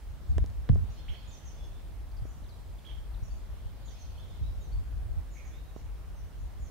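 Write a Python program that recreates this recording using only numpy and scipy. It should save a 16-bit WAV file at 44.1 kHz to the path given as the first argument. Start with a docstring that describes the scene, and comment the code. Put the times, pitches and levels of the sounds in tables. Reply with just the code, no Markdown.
"""Low rumbles swell and jolt as wind buffets a small hand-held recorder in an open field; a few finger
knocks and tiny crackles reach it through the case, and distant birds call left and right over a hush.
The rumble is noise-driven low resonances with brief swings on top, the knocks are decaying case modes,
the birds are gliding sines with scattered echoes, and the hush is shaped random spectra."""
import sys
import numpy as np
from scipy import signal
from scipy.io import wavfile
from scipy.ndimage import uniform_filter1d

SR = 44100
rng = np.random.default_rng(int(sys.argv[2]) if len(sys.argv) > 2 else 0)


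def store_wav(level_fs):
    """Save 16-bit WAV to argv[1]."""
    pcm = np.round(np.clip(np.atleast_2d(level_fs), -1, 1) * 32767)
    wavfile.write(sys.argv[1], SR, pcm.T.astype(np.int16))


def gain_from_db(level_db):
    """Turn a decibel level (scalar or array-like) into a linear amplitude factor."""
    decades = np.asarray(level_db, float) / 20
    return 10 ** decades


N = 295760

# sudden jolts of air or hand: t/s, level/dB, f/Hz
JOLTS = [(0.3, -17.5, 64), (0.372, -13.5, 65), (0.427, -19.5, 76.4), (0.702, -7, 112), (0.718, -21, 102),
         (0.733, -17, 114), (0.785, -18, 80.5), (1.099, -28, 84), (2.225, -26, 98), (3.227, -27.5, 101),
         (3.661, -28, 92), (4.416, -23.5, 88.5), (4.788, -27, 88.5), (5.177, -25, 77)]
GLIDE_BEND = 0.72  # under 1: the pitch of a held note moves fast first, then levels


def evened(x):
    """Scales to rms 1."""
    return x / np.sqrt(np.mean(x ** 2))


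def read(points, hz):
    """Reads a table on a log frequency axis."""
    f, value = np.transpose(points)
    return np.interp(np.log(hz + 1), np.log(f + 1), value)


def halves(difference):
    """Splits a left-right difference evenly: half up on the left, half down on the right."""
    return np.array([[0.5], [-0.5]]) * difference


def add(mix, s, sound, pan_db):
    """Adds a sound to both channels at time s; a positive pan_db leans left."""
    part = mix[:, round(s * SR):][:, :sound.shape[-1]]
    panned = sound * gain_from_db(halves(pan_db))
    part += panned[:, :part.shape[1]]


def hush():
    """The hush of the field and the microphone hiss: random short-time spectra with faint drifting patches."""
    # spectrum of the hush, then of the hiss: f/Hz, relative density/dB per Hz
    hush_shape = [(60, -15.5), (110, -11), (190, -21.5), (357, -26.5), (700, -28.5), (2500, -41),
                  (7500, -47.5), (16000, -49)]
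    # likeness of the two channels: f/Hz, likeness (0 to 1)
    channel_likeness = [(150, 0.054), (640, 0.5), (3100, 0.36), (7000, 0.062)]
    # balance of the two channels: f/Hz, left-right level/dB
    channel_lean = [(150, 0), (700, -3), (2400, -2.5), (8000, 0.5)]
    level_db = -58  # rms of the part above some 200 Hz
    frames = N // 256 + 5
    hz = np.fft.rfftfreq(1024, 1 / SR)[:, None]
    a, b, c, d, patches = rng.standard_normal((frames, 513, 5)).T
    patches = uniform_filter1d(patches, size=14, axis=0)  # across frequency
    patches = evened(uniform_filter1d(patches, size=16, axis=1))  # across time
    same = np.clip(read(channel_likeness, hz), -1, 1)
    left = a + 1j * b
    right = same * left + np.sqrt(1 - same ** 2) * (c + 1j * d)
    shape = gain_from_db(read(hush_shape, hz)) * (hz > 50) * (hz < 15720)
    lean_db = np.array([0.5, -0.5])[:, None, None] * read(channel_lean, hz)
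    spectra = np.array([left, right]) * shape * gain_from_db(1.01 * patches + lean_db)
    sound = signal.istft(spectra, nperseg=1024, noverlap=768)[1][:, :N]
    return gain_from_db(level_db) * evened(sound) * np.linalg.norm(shape) / np.linalg.norm(shape[5:])


def whistle(length, from_hz, to_hz, db, bend=1.3, waver=0.12, flutter_db=2.5):
    """A near sine that glides; moving air makes its pitch waver and its level flutter."""
    u = np.linspace(0, 1, round(length * SR))
    # averaging 200 samples shrinks the noise to 1 / sqrt(200); waver acts on that shrunken drift
    drift, flutter = uniform_filter1d(rng.standard_normal((2, 12000)), size=200)[:, :len(u)]
    hz = (from_hz + (to_hz - from_hz) * u ** bend) * (1 + waver * drift)
    level = gain_from_db(db + flutter_db * np.sqrt(200) * flutter)  # flutter_db is an rms swing
    envelope = level * signal.windows.tukey(len(u), 0.5)
    return envelope * np.sqrt(2) * np.sin(2 * np.pi * np.cumsum(hz) / SR)


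def husky(tone, depth, size):
    """Fast random flutter spreads a tone into a rasp."""
    flutter = evened(uniform_filter1d(rng.standard_normal(12000), size=size))
    return tone * (1 + depth * flutter[:len(tone)])


def field(x, t60=0.5):
    """Bushes and ground scatter the calls: sparse echoes of random sign, one in every 20 samples."""
    taps = np.zeros((2, 22000))
    at = np.arange(200, 21980, 20) + rng.integers(0, 20, (2, 1089))
    np.put_along_axis(taps, at, rng.choice([-1.0, 1.0], at.shape), 1)
    taps *= gain_from_db(-60 * np.arange(22000) / SR / t60)
    return signal.oaconvolve(x, taps / np.linalg.norm(taps[0]), axes=1)[:, :N]


def twitter(count=2200):
    """Many far birds blur together: tiny glides at chance moments, most near 3.5 kHz."""
    # swells of the twitter ahead of its echoes: t/s, level/dB
    twitter_swells = [(.7, -75), (1.05, -63.5), (1.7, -70.5), (2, -82), (3.75, -72.5), (3.88, -66),
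                      (4.08, -69), (4.3, -66.5), (4.9, -81), (5.4, -77), (6, -79)]
    out = np.zeros((2, N))
    for at, high, glide, size, side in rng.random((count, 5)):
        spread = high - glide
        hz = 3450 * 2.2 ** (spread * abs(spread) ** 0.5)
        call = whistle(0.0105 + 0.0357 * size, hz, hz * (0.8 + 0.4 * side), 0)
        add(out, at * N / SR, call, 8 * (size - 0.7))
    return evened(out) * gain_from_db(np.interp(np.arange(N) / SR, *np.transpose(twitter_swells)))


def slides(left):
    """Falling chirps of one side: clear from the left, husky from the right; each fades as it falls."""
    # slides down to one end tone: t/s, length/s, start f/Hz, level ahead of rasp and fade/dB, left-right level/dB
    slide_calls = [(0.27, 0.065, 7100, -75, 7), (1.307, 0.06, 6680, -61, -6),
                   (1.447, 0.056, 6590, -59.5, -3), (3.839, 0.095, 7030, -67.5, -11),
                   (3.976, 0.078, 6630, -63, -4), (4.596, 0.093, 7000, -69, 6),
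                   (5.299, 0.1, 7260, -66.5, -3), (5.447, 0.051, 6940, -66, -3),
                   (6.152, 0.075, 6420, -71, -0.5), (6.59, 0.11, 7170, -66.5, -6)]
    out = np.zeros((2, N))
    for s, length, from_hz, db, pan_db in slide_calls:
        # a bend over 1 steepens the fall
        slide = whistle(length, from_hz, 5200, db, bend=1.4, waver=0.15)
        slide = husky(slide, 0 if left else 0.4, size=45)
        slide = slide * gain_from_db(np.linspace(1.5, -4, len(slide)))
        add(out, s, slide * ((pan_db > 0) == left), pan_db)
    return out


def birds_far():
    """Singers behind the bushes: husky slides, hoarse rising syllables and two tones sung at once."""
    # low hoarse syllables: t/s, length/s, start f/Hz, end f/Hz, level ahead of the rasp/dB
    hoarse_calls = [(5.336, .09, 2150, 2505, -67), (5.41, 0.084, 1743, 2113, -75),
                    (5.49, 0.062, 2100, 2450, -74)]
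    # two-voiced notes, lower voice given: t/s, length/s, held f/Hz, rise to it/Hz, level of each voice/dB
    two_voiced = [(0.894, 0.042, 5740, 0, -71.5), (1.1, 0.048, 5600, 2, -74),
                  (1.6, 0.079, 5500, 151, -75.5), (2.232, 0.11, 6130, 498, -74.5),
                  (3.223, 0.053, 5700, 0, -68.5), (3.305, 0.042, 6200, -2, -77), (4.242, .1, 5800, 50, -83),
                  (5.734, 0.08, 5880, 350, -74.5), (6.372, 0.056, 6100, 500, -78.5)]
    upper_voice_hz = 926  # above the lower voice
    out = slides(False)
    for s, *note in hoarse_calls:
        call = whistle(*note, waver=0.3, flutter_db=3.5)
        add(out, s, husky(call, 1.0, size=70), -6)
    for s, length, hz, rise_hz, db in two_voiced:  # a negative rise falls, zero stays level
        for up_hz in (0, upper_voice_hz):
            held_hz = hz + up_hz
            voice = whistle(length, held_hz - rise_hz, held_hz, db, bend=GLIDE_BEND, waver=0.157)
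            add(out, s, voice, -2.5)
    return out


def birds_left():
    """Clear slides and quick downward flicks from the open side, as short gliding sines."""
    # downward flicks: t/s, start f/Hz, level/dB
    flick_calls = [(2.114, 5200, -68), (2.166, 5580, -66.5), (2.185, 5110, -67.5), (2.439, 4380, -68),
                   (2.457, 4230, -67), (2.49, 5200, -65), (2.505, 4830, -67), (2.785, 3890, -67),
                   (3.14, 4430, -63.5), (3.879, 4200, -61)]
    length_s, fall = 0.0124, 0.234  # fall: share of the pitch lost
    out = slides(True)
    for s, hz, db in flick_calls:
        add(out, s, whistle(length_s, hz, hz * (1 - fall), db, bend=0.76), 5)
    return out


def chip(length, top_hz, end_hz, db):
    """The pitch climbs fast, tips over and falls; the voice rasps and is loudest at the top."""
    from_hz, rise_s = 1376, 0.014
    u = np.linspace(0, 1, round(length * SR))
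    top = min(rise_s / length, 0.8)  # a chip climbs for 14 ms, never more than 0.8 of its length
    foot_hz = np.where(u < top, from_hz, end_hz)
    away = np.where(u < top, 1 - u / top, (u - top) / (1 - top))
    hz = top_hz + (foot_hz - top_hz) * away ** 2.195
    loudness = gain_from_db(2.1 * np.log2(hz / top_hz))  # 2.1 dB per octave
    tone = np.sin(np.pi * u) ** 0.36 * loudness * np.sin(2 * np.pi * np.cumsum(hz) / SR)
    return gain_from_db(db) * husky(tone, 0.65, size=70)


def birds_right():
    """Singers in view: whistles that glide up or down to a held tone or hold level, and a nearer bird's chips."""
    # whistled notes: t/s, length/s, held f/Hz, rise to it/Hz, level/dB
    held_notes = [(0.95, 0.055, 4300, 0, -70), (0.963, 0.056, 3700, 1009, -66.5),
                  (1.272, 0.041, 7400, 902, -66.5), (1.298, 0.064, 3660, 148, -69),
                  (1.562, 0.11, 3400, -100, -68), (1.736, 0.046, 3700, 350, -71),
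                  (2.513, 0.024, 3890, 0, -70), (3.294, 0.052, 4600, -2, -75), (3.9, 0.037, 3560, 202, -73),
                  (3.891, 0.079, 2600, 1107, -76), (4.29, 0.045, 3350, -500, -69),
                  (4.6, 0.036, 3900, 297, -72), (3.974, 0.058, 4280, 100, -71),
                  (4.171, 0.046, 3750, 1050, -65), (4.428, 0.048, 4000, 391, -70),
                  (4.712, 0.035, 4800, 698, -69), (3.9, 0.052, 4700, 103, -73),
                  (5.508, 0.11, 3950, 702, -71), (5.6, 0.17, 3750, -150, -80),
                  (1.127, 0.064, 4330, 306, -74)]
    # chips: t/s, length/s, top f/Hz, end f/Hz, peak level ahead of the rasp/dB
    chip_calls = [(1.081, 0.024, 3380, 1400, -51.5), (1.137, 0.021, 3305, 1470, -54.5),
                  (2.842, 0.052, 3340, 3160, -56.5), (2.889, 0.03, 3256, 3110, -55),
                  (2.911, 0.019, 3410, 3050, -61)]
    out = np.zeros((2, N))
    for s, length, hz, rise_hz, db in held_notes:  # a negative rise falls, zero stays level
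        add(out, s, whistle(length, hz - rise_hz, hz, db, bend=GLIDE_BEND), -4)
    for s, *call in chip_calls:
        add(out, s, chip(*call), -9)
    return out


def ring(modes, t, lead=0):
    """Sums the decaying sines of struck modes."""
    return sum(gain_from_db(db - 60 * t / t60) * np.sin(2 * np.pi * hz * t + lead) for hz, db, t60 in modes)


def knocks():
    """Finger knocks: a sharp tick and a duller case ring that swells in milliseconds, unlike at each port."""
    # taps on the case: t/s, body gain/dB, tick gain/dB, left-right level/dB
    case_taps = [(.382, -28.5, -29.5, -7.5), (0.442, -41, -47, -15), (0.691, -34.5, -29.5, -8),
                 (0.695, -30.5, -48, -5), (0.758, -35, -54, -5), (0.794, -46, -50, -7),
                 (2.254, -43.5, -60, -12), (5.763, -39, -73, -11)]
    # dull modes of the case: f/Hz, relative level ahead of the onset/dB, t60/s
    body_modes = [(246, 16, 0.0081), (389, 21, 0.0069), (596, 4, 0.016), (1013, -0.5, 0.014)]
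    # sharp modes of the tick: f/Hz, relative level ahead of the onset/dB, t60/s
    tick_modes = [(1190, 5.5, 0.0037), (1640, 3.5, 0.0048), (3080, 4, 0.0024), (3560, -1, 0.002),
                  (7300, -13, 0.0028)]
    t = np.arange(2000) / SR
    out = np.zeros((2, N))
    body = ring(body_modes, t, lead=np.array([[1.2], [0]])) * (1 - np.exp(-t / 0.0026))
    tick = ring(tick_modes, t) * (1 - np.exp(-t / 0.00051))  # a fingertip is soft: no hard edge
    for s, body_db, tick_db, pan_db in case_taps:
        add(out, s, gain_from_db(body_db) * body + gain_from_db(tick_db) * tick, pan_db)
    return out


def crackles():
    """Tiny bright crackles of the grip: one 5.5 kHz mode that dies within a millisecond."""
    # crackles: t/s, level ahead of the onset/dB
    grip_crackles = [(.382, -21.5), (.462, -28.5), (.501, -38), (.749, -33.5)]
    t = np.arange(2000) / SR
    out = np.zeros((2, N))
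    for s, db in grip_crackles:
        add(out, s, ring([(5500, db, 0.00064)], t) * (1 - np.exp(-t / 0.000072)), 4)
    return out


def shake(hz, width_hz, pan_db, lead, own=0.45):
    """Turbulence drives one low resonance; each port also feels eddies of its own (lead: left ahead, rad)."""
    r = np.exp(-np.pi * width_hz / SR)
    z = rng.standard_normal((3, N)) + 1j * rng.standard_normal((3, N))
    slow = signal.lfilter([(1 - r) ** 2], [1, -2 * r, r * r], z)
    ports = slow[0] * np.exp([[1j * lead], [0]]) + own * slow[1:]
    ports = (ports * np.exp(2j * np.pi * hz * np.arange(N) / SR)).real  # shifts the slow noise up to hz
    return evened(ports) * gain_from_db(halves(pan_db))


def jolts():
    """A swing or two per jolt: the ports swing out of step, a little less so by hand, where it dies sooner."""
    out = np.zeros((2, N))
    for at, db, hz in JOLTS:
        turns = (np.arange(4410) / SR - 0.02) * hz  # starts 20 ms ahead of the peak
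        by_hand = 0.35 < at < 1  # s, while the hand shifts its grip
        # left port's lead in rad, and the swings a jolt takes to die down
        lead, swings = (1.72, 0.43) if by_hand else (2.2, 1.6)
        swell = np.exp(np.where(turns < 0, -(turns / 0.42) ** 2, -turns / swings))
        swing = np.cos(2 * np.pi * turns + halves(lead) - 2.9)
        add(out, at - 0.02, gain_from_db(db) * swell * swing, 0)
    return out


def rumble():
    """The body sways and twists in the gusts, and shakes on with a faint higher shudder after each jolt."""
    # strength of the wind on the recorder, ahead of the puffs: t/s, level/dB
    gust_levels = [(0, -39), (.6, -37), (1.2, -41), (1.8, -42), (2.25, -40), (2.7, -44.5), (3.3, -39.5),
                   (3.95, -44), (4.6, -37), (5.2, -38.5), (5.6, -42.5), (6.2, -42), (6.7, -40)]
    twist_db = -5.5  # under the sway
    after_sway_db, after_twist_db, after_shudder_db = -14.5, -12.5, -28  # relative to the jolts
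    after_t60_s = 0.49
    t = np.arange(N) / SR
    puffs = evened(signal.resample(rng.standard_normal(80), N))  # the air arrives in lumps, some six a second
    wind = gain_from_db(np.interp(t, *np.transpose(gust_levels)) + 2.6 * puffs)
    after = np.sqrt(sum((t > at) * gain_from_db(db - 60 * abs(t - at) / after_t60_s) ** 2 for at, db, hz in JOLTS))
    after = uniform_filter1d(uniform_filter1d(after, size=700), size=700)  # it builds up over some 20 ms
    sway_level = np.hypot(wind, gain_from_db(after_sway_db) * after)
    twist_level = np.hypot(gain_from_db(twist_db) * wind, gain_from_db(after_twist_db) * after)
    # the ports move nearly together in the sway, nearly against each other in the twist
    sway = shake(hz=48, width_hz=30.8, pan_db=2.4, lead=0.9) * sway_level
    twist = shake(hz=82, width_hz=38, pan_db=-2, lead=-2.5) * twist_level
    shudder = shake(hz=170, width_hz=134, pan_db=-2.5, lead=2.16) * gain_from_db(after_shudder_db) * after
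    return sway + twist + shudder


def scene():
    """Wind and knocks act on the recorder itself; birds come across the field, the twitter as echo alone."""
    far, clear, near = birds_far(), birds_left(), birds_right()
    # the open left side has less to echo from
    echoes = gain_from_db(2.0) * field(twitter() + far + 0.5 * clear + near)
    far_direct = gain_from_db(-3) * far  # the bushes stand before these birds
    calls = far_direct + clear + near + echoes
    return hush() + calls + knocks() + crackles() + jolts() + rumble()


def low_pass(x):
    """Removes everything above the highest recorded frequency."""
    return signal.sosfilt(signal.butter(12, 16620, fs=SR, output="sos"), x)


def record(dry):
    """The microphones lose the deepest bass, under some 25 Hz."""
    bass_cut = signal.butter(2, 25.2, "high", fs=SR, output="sos")
    thinned = signal.sosfiltfilt(bass_cut, dry)
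    return low_pass(thinned)


dry = scene()
out = record(dry)
store_wav(out)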